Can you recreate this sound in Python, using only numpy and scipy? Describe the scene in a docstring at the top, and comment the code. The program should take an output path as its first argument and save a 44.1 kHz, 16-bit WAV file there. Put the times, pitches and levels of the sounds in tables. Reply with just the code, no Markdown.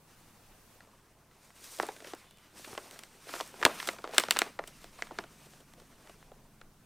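"""Fur slides softly on paper at first; throughout, a low rumble, a faint hum that grows towards the end, and
capsule hiss. A cat shifts its weight on a stiff paper bag on a thick blanket, in a quiet, dry room, close to
the two capsules of a small camera. Creases buckle with snaps and dull pops: noise and kicks through resonances,
with a short room tail. The rustle is coloured, grainy noise that follows each stroke; the bag's air thumps as
filtered pulses. A brief thin whistle is narrow-band noise; rumble and hiss are shaped noise, the hum sines."""
import sys
import numpy as np
from scipy import signal
from scipy.fft import rfft, irfft, next_fast_len
from scipy.io import wavfile
from scipy.ndimage import uniform_filter1d, map_coordinates

SR = 44100
rng = np.random.default_rng(int(sys.argv[2]) if len(sys.argv) > 2 else 0)


def transcribe(u):
    """Save the signal u as a 16-bit wav file named by the first command-line argument.

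    u: samples, shape (n,) or (channels, n), limited to [-1, 1]; the rate is SR.
    q: integer samples, one column per channel.
    """
    v = np.clip(np.atleast_2d(u).T, -1, 1)
    q = np.round(v * 32767).astype(np.int16)
    wavfile.write(sys.argv[1], SR, q)


N = 302305

# Deep rumble and low murmur of the house: start_s, rumble_db, murmur_db
ROOM_LEVELS = [(0, -72, -70.5), (.5, -69, -70), (1.6, -73.5, -77), (2.5, -71, -71), (4.2, -71, -65),
               (4.7, -63, -65.5), (5.3, -65.5, -65.5), (6.85, -63, -69.5)]
# Spectrum of the deep rumble: frequency_hz, relative_level_db per Hz
RUMBLE_SPECTRUM = [(8, -9.5), (15, 2.5), (22, 1.5), (32, 0.5), (45, -19), (60, -49.5)]
# Spectrum of the house murmur: frequency_hz, relative_level_db per Hz
MURMUR_SPECTRUM = [(35, -29.5), (55, -5.5), (85, -15), (125, -4.5), (150, -2.5), (200, -5.5), (260, -4.5),
                   (400, -17), (800, -89.5)]
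# Wavering hums: pitch_hz, early_level_db, late_level_db
HUMS = [(58.2, -79, -74), (137, -82, -74.5), (160.4, -79, -70.5), (213.5, -80, -71)]
# Mains tone near 100 Hz: start_s, level_db
MAINS_LEVELS = [(0, -71.5), (.5, -71.5), (1.6, -74.5), (2.5, -74), (6.85, -74.5)]
# Hiss in each channel, louder for the first 0.8 s or so: start_s, level_db
HISS_LEVELS = [(0, -68.5), (.75, -65), (.85, -73.5), (6.85, -71)]
# Spectrum of the hiss: frequency_hz, relative_level_db per Hz
HISS_SPECTRUM = [(59, -26), (100, 2.5), (163, 3), (659, 1.5), (1030, -2), (1710, -4), (2250, -4.5),
                 (3740, -3), (14800, -1), (15800, -4), (16100, -55)]
# Strokes of fur along the paper: peak_s, scraping_db, fur_over_scraping_db, walls_over_scraping_db,
# rise_s per 10 dB, fall_s per 10 dB (signs of the last two are ignored)
STROKES = [(.085, -69, 1.5, 2, -0.02, 0.56), (.55, -70, -7, 1.5, 0.4, -0.03), (.77, -73, 1.5, 6, .3, -0.22),
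           (.98, -76, 1, -0.5, 0.12, 0.2), (1.45, -69, 3.5, -4, .1, 0.1), (1.56, -65, 3, -6, 0.01, 0.1),
           (1.65, -58, 5.5, -7, .07, 0.18), (1.75, -58, 7, -5, 0.09, 0.12),
           (1.81, -51, 1, 2.5, -0.0065, 0.08), (1.92, -63, 3.5, 3.5, 0, 0.08),
           (2.075, -52, -1, -4, 0.0549, 0.06), (2.19, -60, -2.5, -6, 0.17, 0.12),
           (2.44, -65, -4, -8, 0.1, .1), (2.575, -57.5, 3, -2.5, -0.03, 0.33),
           (2.68, -60, 4, 4.5, -0.01, 0.33), (2.87, -63, 1, -2.5, 0.15, 0.31), (3.04, -64, -6, 1, .15, 0.1),
           (3.29, -58, 1.5, 0, 0.03, 0.1039), (3.35, -47.5, 0.5, -6, 0.0656, 0.09),
           (3.47, -62, 4, 2, 0.18, 0.1), (3.61, -54, 1.5, 4, -0.06, 0.13),
           (3.66, -49, -2.5, 6.5, 0.03, 0.095), (3.71, -45, -8, -4, 0.03, 0.0558),
           (3.75, -52, 3.5, -3.5, 0.02, .06), (3.79, -45, -3, -6, 0.0338, 0.0974),
           (3.885, -51, 2.5, -5, 0.0853, -0.06), (4.08, -63, -1.5, 7, 0.0841, .1),
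           (4.15, -49, -1.5, -3, .02, 0.02), (4.2, -39, -4.5, -8, .04, 0.0417),
           (4.33, -49, 0, 0.5, .05, 0.1), (4.42, -44.5, -7.5, -6, 0.124, 0.0563),
           (4.69, -60, -1.5, -6, .06, 0.03), (4.83, -61, 0, -6, 0.2, 0.077),
           (5.05, -58, -1.5, -4, 0.1921, 0.04), (5.2, -58.5, -5, -1, 0.18, 0.09),
           (5.47, -65, 3, 0.5, 0.4, 0.25), (5.79, -70, -0.5, -2, 0.03, 0.35),
           (6.11, -67, 0.5, 3, -0.27, 0.25)]
# Levels while the cat lies still: walls_db, scraping_db, fur_db
REST_LEVELS = (-68, -75, -75.5)
# Spectrum of the shaking bag walls: frequency_hz, relative_level_db per Hz
WALL_SPECTRUM = [(90, -19), (200, 2.5), (400, 4.5), (900, 2.5), (1500, -2), (3000, -17.5), (8000, -86)]
# Spectrum of the scraped paper: frequency_hz, relative_level_db per Hz
SCRAPE_SPECTRUM = [(500, -68), (1000, 0), (1600, -0.5), (2600, 0), (4200, -6), (6000, -15), (12000, -59.5)]
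# Spectrum of the sliding fur: frequency_hz, relative_level_db per Hz
FUR_SPECTRUM = [(1500, -45), (3500, -4), (5800, 1.5), (7300, -1), (9000, 1), (10700, -5.5), (13000, -5.5),
                (15300, -8), (15850, -28), (16100, -57)]
# Buckling creases: start_s, body_level_db, boom_over_body_db, tilt_db (body to crack, again to sizzle),
# body_pitch_hz, length (a factor that slows the onset and the decays)
SNAPS = [(0.8059, -55.5, -13, -13.5, 1590, 1.17), (0.8735, -67.5, 6, -10, 1050, 1),
         (1.3125, -66, -4, -9, 1430, 1.5), (1.5047, -59, -24, -15.5, 1600, 0.87),
         (1.643, -62, -16, 3, 1300, .94), (1.788, -58, 12, 2, 840, 1.25),
         (1.7995, -27.5, -6.5, -18.5, 1130, 0.64), (1.8258, -53, -6, 3, 1220, 2.1),
         (1.83, -39, 4.5, -15.5, 1310, 1.9), (1.8672, -65, 13, 7, 1320, 0.99),
         (1.8878, -38, -1.5, -16.5, 1000, 1.5), (1.9634, -57, -1, -3, 1740, 1.9),
         (2.0029, -55, 0, -5, 1880, 2.2), (2.0227, -65, 14, 1, 1090, 1.7), (2.044, -51, 2, -6, 1840, 2.68),
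         (2.0713, -53, 3, -5.5, 1940, 1.94), (2.135, -42, 1, -12.5, 1016, 1.55),
         (2.15, -76, 9.5, 8.5, 1130, .5), (2.3723, -74.5, 5, 3.5, 1410, 1.6),
         (2.385, -72, -3, 2, 1690, 1.5), (2.31, -67.5, -6, 2.5, 1610, 1.1),
         (2.6453, -47.5, -9.5, -6, 1730, 1.7), (2.7288, -48.5, 3, -21, 1092, 2.36),
         (2.751, -50, -7.5, -9, 1210, 1.2), (2.7773, -38.5, -1, -8, 1186, 1.4),
         (2.9111, -59, -13.5, 2.5, 1380, 0.96), (2.9603, -57, -12, -12, 1520, 1),
         (2.9908, -54, -9, 1.5, 1530, 1.58), (3.0355, -53, -5.5, -0.5, 1710, 1.1),
         (3.2902, -46.5, -1.5, -9, 1290, 2.96), (3.3383, -38, -7, -11.5, 1222, 1.74),
         (3.353, -47, -0.5, -13, 1290, 1.02), (3.362, -47, -0.5, -14, 1190, 1.43),
         (3.402, -37, -25, -15.5, 1060, 0.54), (3.4086, -37, -4, -4.5, 1000, 1.7),
         (3.463, -76, 5, 9, 1200, 1), (3.476, -76.5, 7, 10, 1200, 1.5), (3.5413, -53.5, 3, -14, 1230, 0.98),
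         (3.6145, -45, 1.5, -10, 1640, 1.3), (3.6276, -27.5, -12, -15.5, 1460, 1.4),
         (3.6341, -33.5, -25, -12, 1186, 0.75), (3.6514, -19, -5.5, -2.5, 1600, 1.33),
         (3.662, -21.5, -5.5, -12.5, 930, 1.53), (3.8004, -38, -23.5, -6, 1810, 1.4),
         (3.828, -41.5, -16, -8, 1280, 0.81), (3.873, -40.5, -18, -0.5, 1245, 2.6),
         (3.8802, -55.5, 11, 4, 1315, 1.64), (3.8883, -30.5, -4.5, -7, 1430, 1.37),
         (3.9647, -56, -13, -10, 1010, .6), (3.9853, -47.5, -2.5, -12, 1290, 2.2),
         (4.0412, -38.5, -2.5, -15, 1200, 1.7), (4.05, -47, 0, -14, 1110, 1.5),
         (4.0755, -48, 1, -9, 1150, 0.38), (4.091, -59.5, 15, -4, 790, 2.46),
         (4.1121, -56, -0.5, -4.5, 1010, 1.2), (4.1354, -42, 1, -12, 770, 2),
         (4.1462, -56, 2.5, 2.5, 1130, 1.12), (4.1665, -47, -6.5, -7, 1510, .86),
         (4.1816, -20, -10, -0.5, 1670, 1.14), (4.201, -48, -6.5, -2, 1570, 1.4),
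         (4.237, -35.5, -9, -6, 1080, 1.1), (4.2852, -38.5, -3.5, -11, 1020, 1.1),
         (4.3088, -25.5, -16, 0, 1750, 1.225), (4.3218, -43.5, -11, 0, 1200, 1.6),
         (4.3632, -34, -16.5, -12, 1080, 0.8), (4.3687, -32, -9, -5.5, 1650, 1.3),
         (4.3895, -33.5, -10.5, 3, 1370, 1.26), (4.4181, -26, -5, -6.5, 1500, 0.89),
         (4.4632, -45, 0, -17, 800, 1.68), (4.5903, -33.5, -2, -19.5, 1100, 1.91),
         (4.6393, -47.5, -4, -10.5, 1660, .8), (4.6737, -58, 2.5, 4, 1540, 5.3),
         (4.8431, -54.5, 3, -2, 1330, 0.97), (4.9877, -49, -13, -15, 1090, 3.13),
         (5.0227, -33, -10, -9, 1860, 0.77), (5.0696, -52, -16, -10.5, 1210, 1.96),
         (5.1092, -42.5, -5.5, -25.5, 770, 1.9), (5.1181, -55.5, 9, -10, 825, 1.34),
         (5.187, -35, -2.5, -10, 1390, 1.6), (5.239, -50, 0, -10, 1020, 1.32),
         (5.46, -68.5, 11, 1, 1560, 2.8), (5.6029, -70.5, 8, 1, 1151, 2.8),
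         (5.7783, -76.5, 17.5, -2, 1070, 1.9), (5.8178, -73, 14, -2, 1023, 2.3),
         (5.5354, -63.5, 0, -6, 1580, 1.37), (5.7366, -64, 1, 0, 1510, 1.3),
         (5.7984, -65, -5, -1, 1464, 3.28), (6.0733, -60, -14, -5, 1575, 1.3),
         (6.0956, -59, 5.5, -3, 1061, 2.1), (6.2271, -59, -7, -15.5, 1470, 1.04),
         (6.3181, -54, -2, -19, 720, 1.05), (6.6138, -53, -8.5, -7.5, 1642, 1.3)]
# Boom, body, crack, sizzle of a crease: width_over_centre (ratio), t60_s at length 1,
# kick_over_shaking (ratio at length 1)
SNAP_PARTS = [(1.7, .031, 1.9), (1.35, 0.016, 1.2), (1.25, .011, 3.2), (1.7, 0.0087, 3.9)]
# Ringing of the bag: pitch_hz, width_hz, level_db over the plain sheet
BAG_RESONANCES = [(405.6, 350, -0.5), (690, 180, 2), (1390, 45, -13.5), (2030, 360, -6), (2900, 860, -7),
                  (4670, 69, -14.5), (5670, 610, -8), (8125, 1600, 8), (14400, 800, 1)]
# Decay of the furnished room: frequency_hz, t60_s
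ROOM_DECAY = [(300, 0.12), (2000, 0.088), (12000, 0.13)]
# A wall flips and pumps the air in the bag: start_s, level_db (rms over 10 ms)
THUMPS = [(1.799, -63), (2.73, -54), (3.652, -36.5), (4.18, -54.5), (4.289, -54.5), (5.19, -58)]
# Faint narrow whistles: pitch_hz, start_s, end_s, peak_level_db
WHISTLES = [(3000, 2.16, 2.51, -74), (3530, 2.2, 2.41, -71.5)]

BOOM_HZ, CRACK_HZ, SIZZLE_HZ = 455.7, 3500, 8020
CRACK_LIFT_DB = 2.5  # the crack stands this far over the tilt
DULL_LOSS = .4  # a dull snap loses this share of its tilt once more in the sizzle
TICK_COUNT = 24
TICK_DB, TICK_SPREAD_DB = -4.5, 3  # small chance creases, over the scraping of their moment
RATTLE_DB, RATTLE_T60_S = -12, .25  # the walls rattle on, starting this far from each boom's level
ROOM_DB = -17  # room tail against the direct creases
TOP_HZ = 16900  # highest frequency kept


def amp(db):
    """Gain of a level."""
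    return 10 ** (np.asarray(db) / 20)


def unit(x):
    """x at rms 1."""
    return x / np.sqrt(np.mean(x ** 2, axis=-1, keepdims=True) + 1e-20)


def along(points, hz):
    """(Hz, value) points read on a log frequency axis."""
    f, v = np.transpose(points)
    return np.interp(np.log(hz + 1), np.log(f + 1), v)


def curves(rows):
    """One value per sample for each column after the time."""
    s, *cols = np.transpose(rows)
    return [np.interp(np.arange(N) / SR, s, c) for c in cols]


def wobble(rate):
    """A smooth random curve with rate knots a second."""
    knots = rng.standard_normal(int(N * rate / SR) + 4)
    return map_coordinates(knots, [np.arange(N) * rate / SR])


def filtered(x, response):
    """x times a complex response of frequency."""
    n = x.shape[-1]
    m = next_fast_len(n + 8192)  # padding keeps the ringing from wrapping round
    return irfft(rfft(x, m) * response(np.fft.rfftfreq(m, 1 / SR)), m)[..., :n]


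def resonance(f, hz, width_hz):
    """One causal resonance with a peak gain of 1."""
    return 1j * f * width_hz / (hz * hz - f * f + 1j * f * width_hz + 1e-9)


def coloured(x, spectrum):
    """x through a spectrum of (Hz, dB) points, rms 1."""
    return unit(filtered(x, lambda f: amp(along(spectrum, f))))


def house():
    """Rumble, murmur and a wavering mains tone with one overtone, under hums that grow towards the end."""
    rumble_db, murmur_db = curves(ROOM_LEVELS)
    t = np.arange(N) / SR
    rumble = coloured(rng.standard_normal(N), RUMBLE_SPECTRUM) * amp(rumble_db + 1.9 * wobble(3.6))
    murmur = coloured(rng.standard_normal(N), MURMUR_SPECTRUM) * amp(murmur_db + 1.3 * wobble(3))
    late = np.interp(t, (4.2, 5.3), (0, 1))
    hum = np.zeros(N)
    for hz, early_db, late_db in HUMS:
        level_db = early_db + late * (late_db - early_db) + 2.5 * wobble(5)
        phase_drift = 1.2 * wobble(3)
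        hum += amp(level_db) * unit(np.sin(2 * np.pi * hz * t + phase_drift))
    phase = 2 * np.pi * 100.1 * t + .3 * wobble(2.4)
    mains = unit(np.sin(phase) + .4 * np.sin(2 * phase))
    mains = mains * amp(curves(MAINS_LEVELS)[0] + 1.8 * wobble(5))
    return rumble + murmur + hum + mains


def together(levels_db, rest_db):
    """Level of several sounds at once over a resting level, their powers added."""
    return 10 * np.log10(np.sum(amp(levels_db) ** 2, axis=0) + amp(rest_db) ** 2)


def strokes():
    """Levels of walls, scraping and fur: each stroke swells and fades; booms leave the walls rattling."""
    t = np.arange(0, N / SR + .01, .002)
    peak_s, peak_db, fur_db, wall_db, rise, fall = np.transpose(STROKES)[..., None]
    before, after = (peak_s - t) / abs(rise), (t - peak_s) / abs(fall)
    scrape_db = peak_db - 10 * np.where(t < peak_s, before, after)
    snap_s, body_db, boom_db = np.transpose(SNAPS)[:3, :, None]
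    rattle_db = body_db + boom_db + RATTLE_DB - 60 * (t - snap_s) / RATTLE_T60_S
    rattle_db = np.where(t < snap_s, -200, rattle_db)
    layers = np.vstack([scrape_db + wall_db, rattle_db]), scrape_db, scrape_db + fur_db
    levels = [together(db, rest_db) for db, rest_db in zip(layers, REST_LEVELS)]
    return curves(np.transpose([t] + levels))


def grainy(level_db, per_second, spread_db, life_s, share):
    """Noise plus tiny stick-slip bursts of unequal size; a light touch slides smoothly, a firm one crackles."""
    sizes = amp(spread_db * np.minimum(rng.exponential(size=N), 3)) ** 2
    slips = (rng.random(N) < per_second / SR) * sizes
    power = signal.lfilter([1], [1, -np.exp(-1 / (life_s * SR))], slips)
    # all smooth up to -68 dB, the full share of bursts from -56 dB
    share = share * np.clip((level_db + 68) / 12, 0, 1)
    return rng.standard_normal(N) * np.sqrt(1 - share + share * power / power.mean())


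def patchy(x, depth_db):
    """Random gain patches, a few hundred Hz wide and some 30 ms long: each fold resonates on its own."""
    z = signal.stft(x, nperseg=256)[2]
    field = uniform_filter1d(rng.standard_normal(z.shape), size=3, axis=0)
    field = uniform_filter1d(field, size=10, axis=1)
    return signal.istft(z * amp(depth_db * field / field.std()), nperseg=256)[1][:N]


def rustle():
    """Sliding fur shakes and scrapes the paper and hisses; all flutter as the pressure changes."""
    wall_db, scrape_db, fur_db = strokes()
    pressure = wobble(35)
    wall = patchy(grainy(wall_db, 210, 5, 0.004, 0.19), 2.3)
    wall = coloured(wall, WALL_SPECTRUM) * amp(wall_db + 0.68 * pressure)
    scrape = patchy(grainy(scrape_db, 350, 4.7, .002, 0.13), 1.6)
    scrape = coloured(scrape, SCRAPE_SPECTRUM) * amp(scrape_db + 1.05 * pressure)
    fur = patchy(grainy(fur_db, 300, 4, .001, 0.23), 1.3)
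    fur = coloured(fur, FUR_SPECTRUM) * amp(fur_db + pressure)
    return wall + scrape + fur


def ticks():
    """Small creases in the columns of SNAPS, falling more often where the scraping is firm."""
    scrape_db = strokes()[1]
    chance = np.cumsum(amp(scrape_db / 2))
    u, z = rng.random((TICK_COUNT, 3)), rng.standard_normal((TICK_COUNT, 3))
    at = np.searchsorted(chance / chance[-1], u[:, 0])
    body_db = scrape_db[at] + TICK_DB + TICK_SPREAD_DB * z[:, 0]
    boom_db, tilt_db = 7 * z[:, 1], -6 + 5 * z[:, 2]
    body_hz, length = 900 + 900 * u[:, 1], 0.71 + 1.5 * u[:, 2]
    return np.transpose([at / SR, body_db, boom_db, tilt_db, body_hz, length])


def bag(f):
    """The plain sheet plus the resonances with which the bag rings."""
    return 1 + sum(amp(db) * resonance(f, hz, width_hz) for hz, width_hz, db in BAG_RESONANCES)


def snaps():
    """Each buckling crease kicks the sheet and shakes it: the treble dies fast, the boom lingers."""
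    out, t = np.zeros(N + SR), np.arange(SR // 8) / SR
    rows = np.vstack([SNAPS, ticks()])
    for s, body_db, boom_db, tilt_db, body_hz, length in rows:
        crack_db = tilt_db + CRACK_LIFT_DB
        sizzle_db = 2 * tilt_db + DULL_LOSS * min(tilt_db, 0)
        levels_db = body_db + np.array([boom_db, 0, crack_db, sizzle_db])
        centres_hz = BOOM_HZ, body_hz, CRACK_HZ, SIZZLE_HZ
        for db, hz, (wide, t60, kick) in zip(levels_db, centres_hz, SNAP_PARTS):
            fall_db = -60 * t / (t60 * length ** .5)
            decay = amp(fall_db) + 0.05 * amp(fall_db / 2.5)  # with a faint slower tail
            onset = 1 - np.exp(-t / (0.00014 * length ** 2))
            x = rng.standard_normal(len(t)) * decay * onset
            # short snaps start with one clean kick
            x = x - kick / length ** 2 * np.sqrt(SR / hz) * (t == 0)
            x = filtered(x, lambda f: resonance(f, hz, wide * hz) ** 4 * bag(f))
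            level = amp(db) * np.sqrt(SR / 100 / np.sum(x ** 2))  # level = rms over 10 ms
            out[round(s * SR):][:len(t)] += level * x
    return out[:N]


def room(x):
    """A short soft-furnished tail of decaying noise, 2 ms behind, drawn anew every quarter second."""
    out, step = np.zeros(N + SR), SR // 4
    for start in range(0, N, step):
        hz, t, z = signal.stft(rng.standard_normal(step), SR, nperseg=128)
        decay = amp(-60 * t / along(ROOM_DECAY, hz)[:, None])
        tail = signal.istft(z * decay, SR, nperseg=128)[1]
        wet = signal.fftconvolve(x[start:start + step], tail / np.linalg.norm(tail))
        out[start + 90:][:len(wet)] += wet
    return out[:N]


def thumps():
    """Each flip of a wall gives one soft low swing of the air in the bag."""
    pushes = np.zeros(N)
    for s, db in THUMPS:
        pushes[round(s * SR)] = amp(db)

    def swing(f):
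        """Three equal low resonances in a row."""
        return resonance(f, 130, 210) ** 3

    one_swing = filtered(np.arange(SR) == 0, swing)
    return filtered(pushes, swing) * np.sqrt(SR / 100) / np.linalg.norm(one_swing)


def whistles():
    """Narrow bands of noise that swell and fade."""
    t = np.arange(N) / SR
    out = np.zeros(N)
    for hz, start, end, db in WHISTLES:
        swell = np.sin(np.pi * np.clip((t - start) / (end - start), 0, 1))
        band = filtered(rng.standard_normal(N), lambda f: resonance(f, hz, 70) ** 2)
        out += amp(db) * swell * unit(band)
    return out


def scene():
    """House, rustle, creases with their room tail, thumps and whistles reach both capsules alike."""
    creases = snaps()
    sound = house() + rustle() + creases + amp(ROOM_DB) * room(creases) + thumps() + whistles()
    return np.array([sound, sound])


def record(dry):
    """Each capsule adds its own hiss, and a louder hiss fills the first 0.8 s or so; nothing sounds above
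    TOP_HZ."""
    hiss = amp(curves(HISS_LEVELS)[0]) * coloured(rng.standard_normal(dry.shape), HISS_SPECTRUM)
    return filtered(dry + hiss, lambda f: f < TOP_HZ)


dry = scene()
out = record(dry)
transcribe(out)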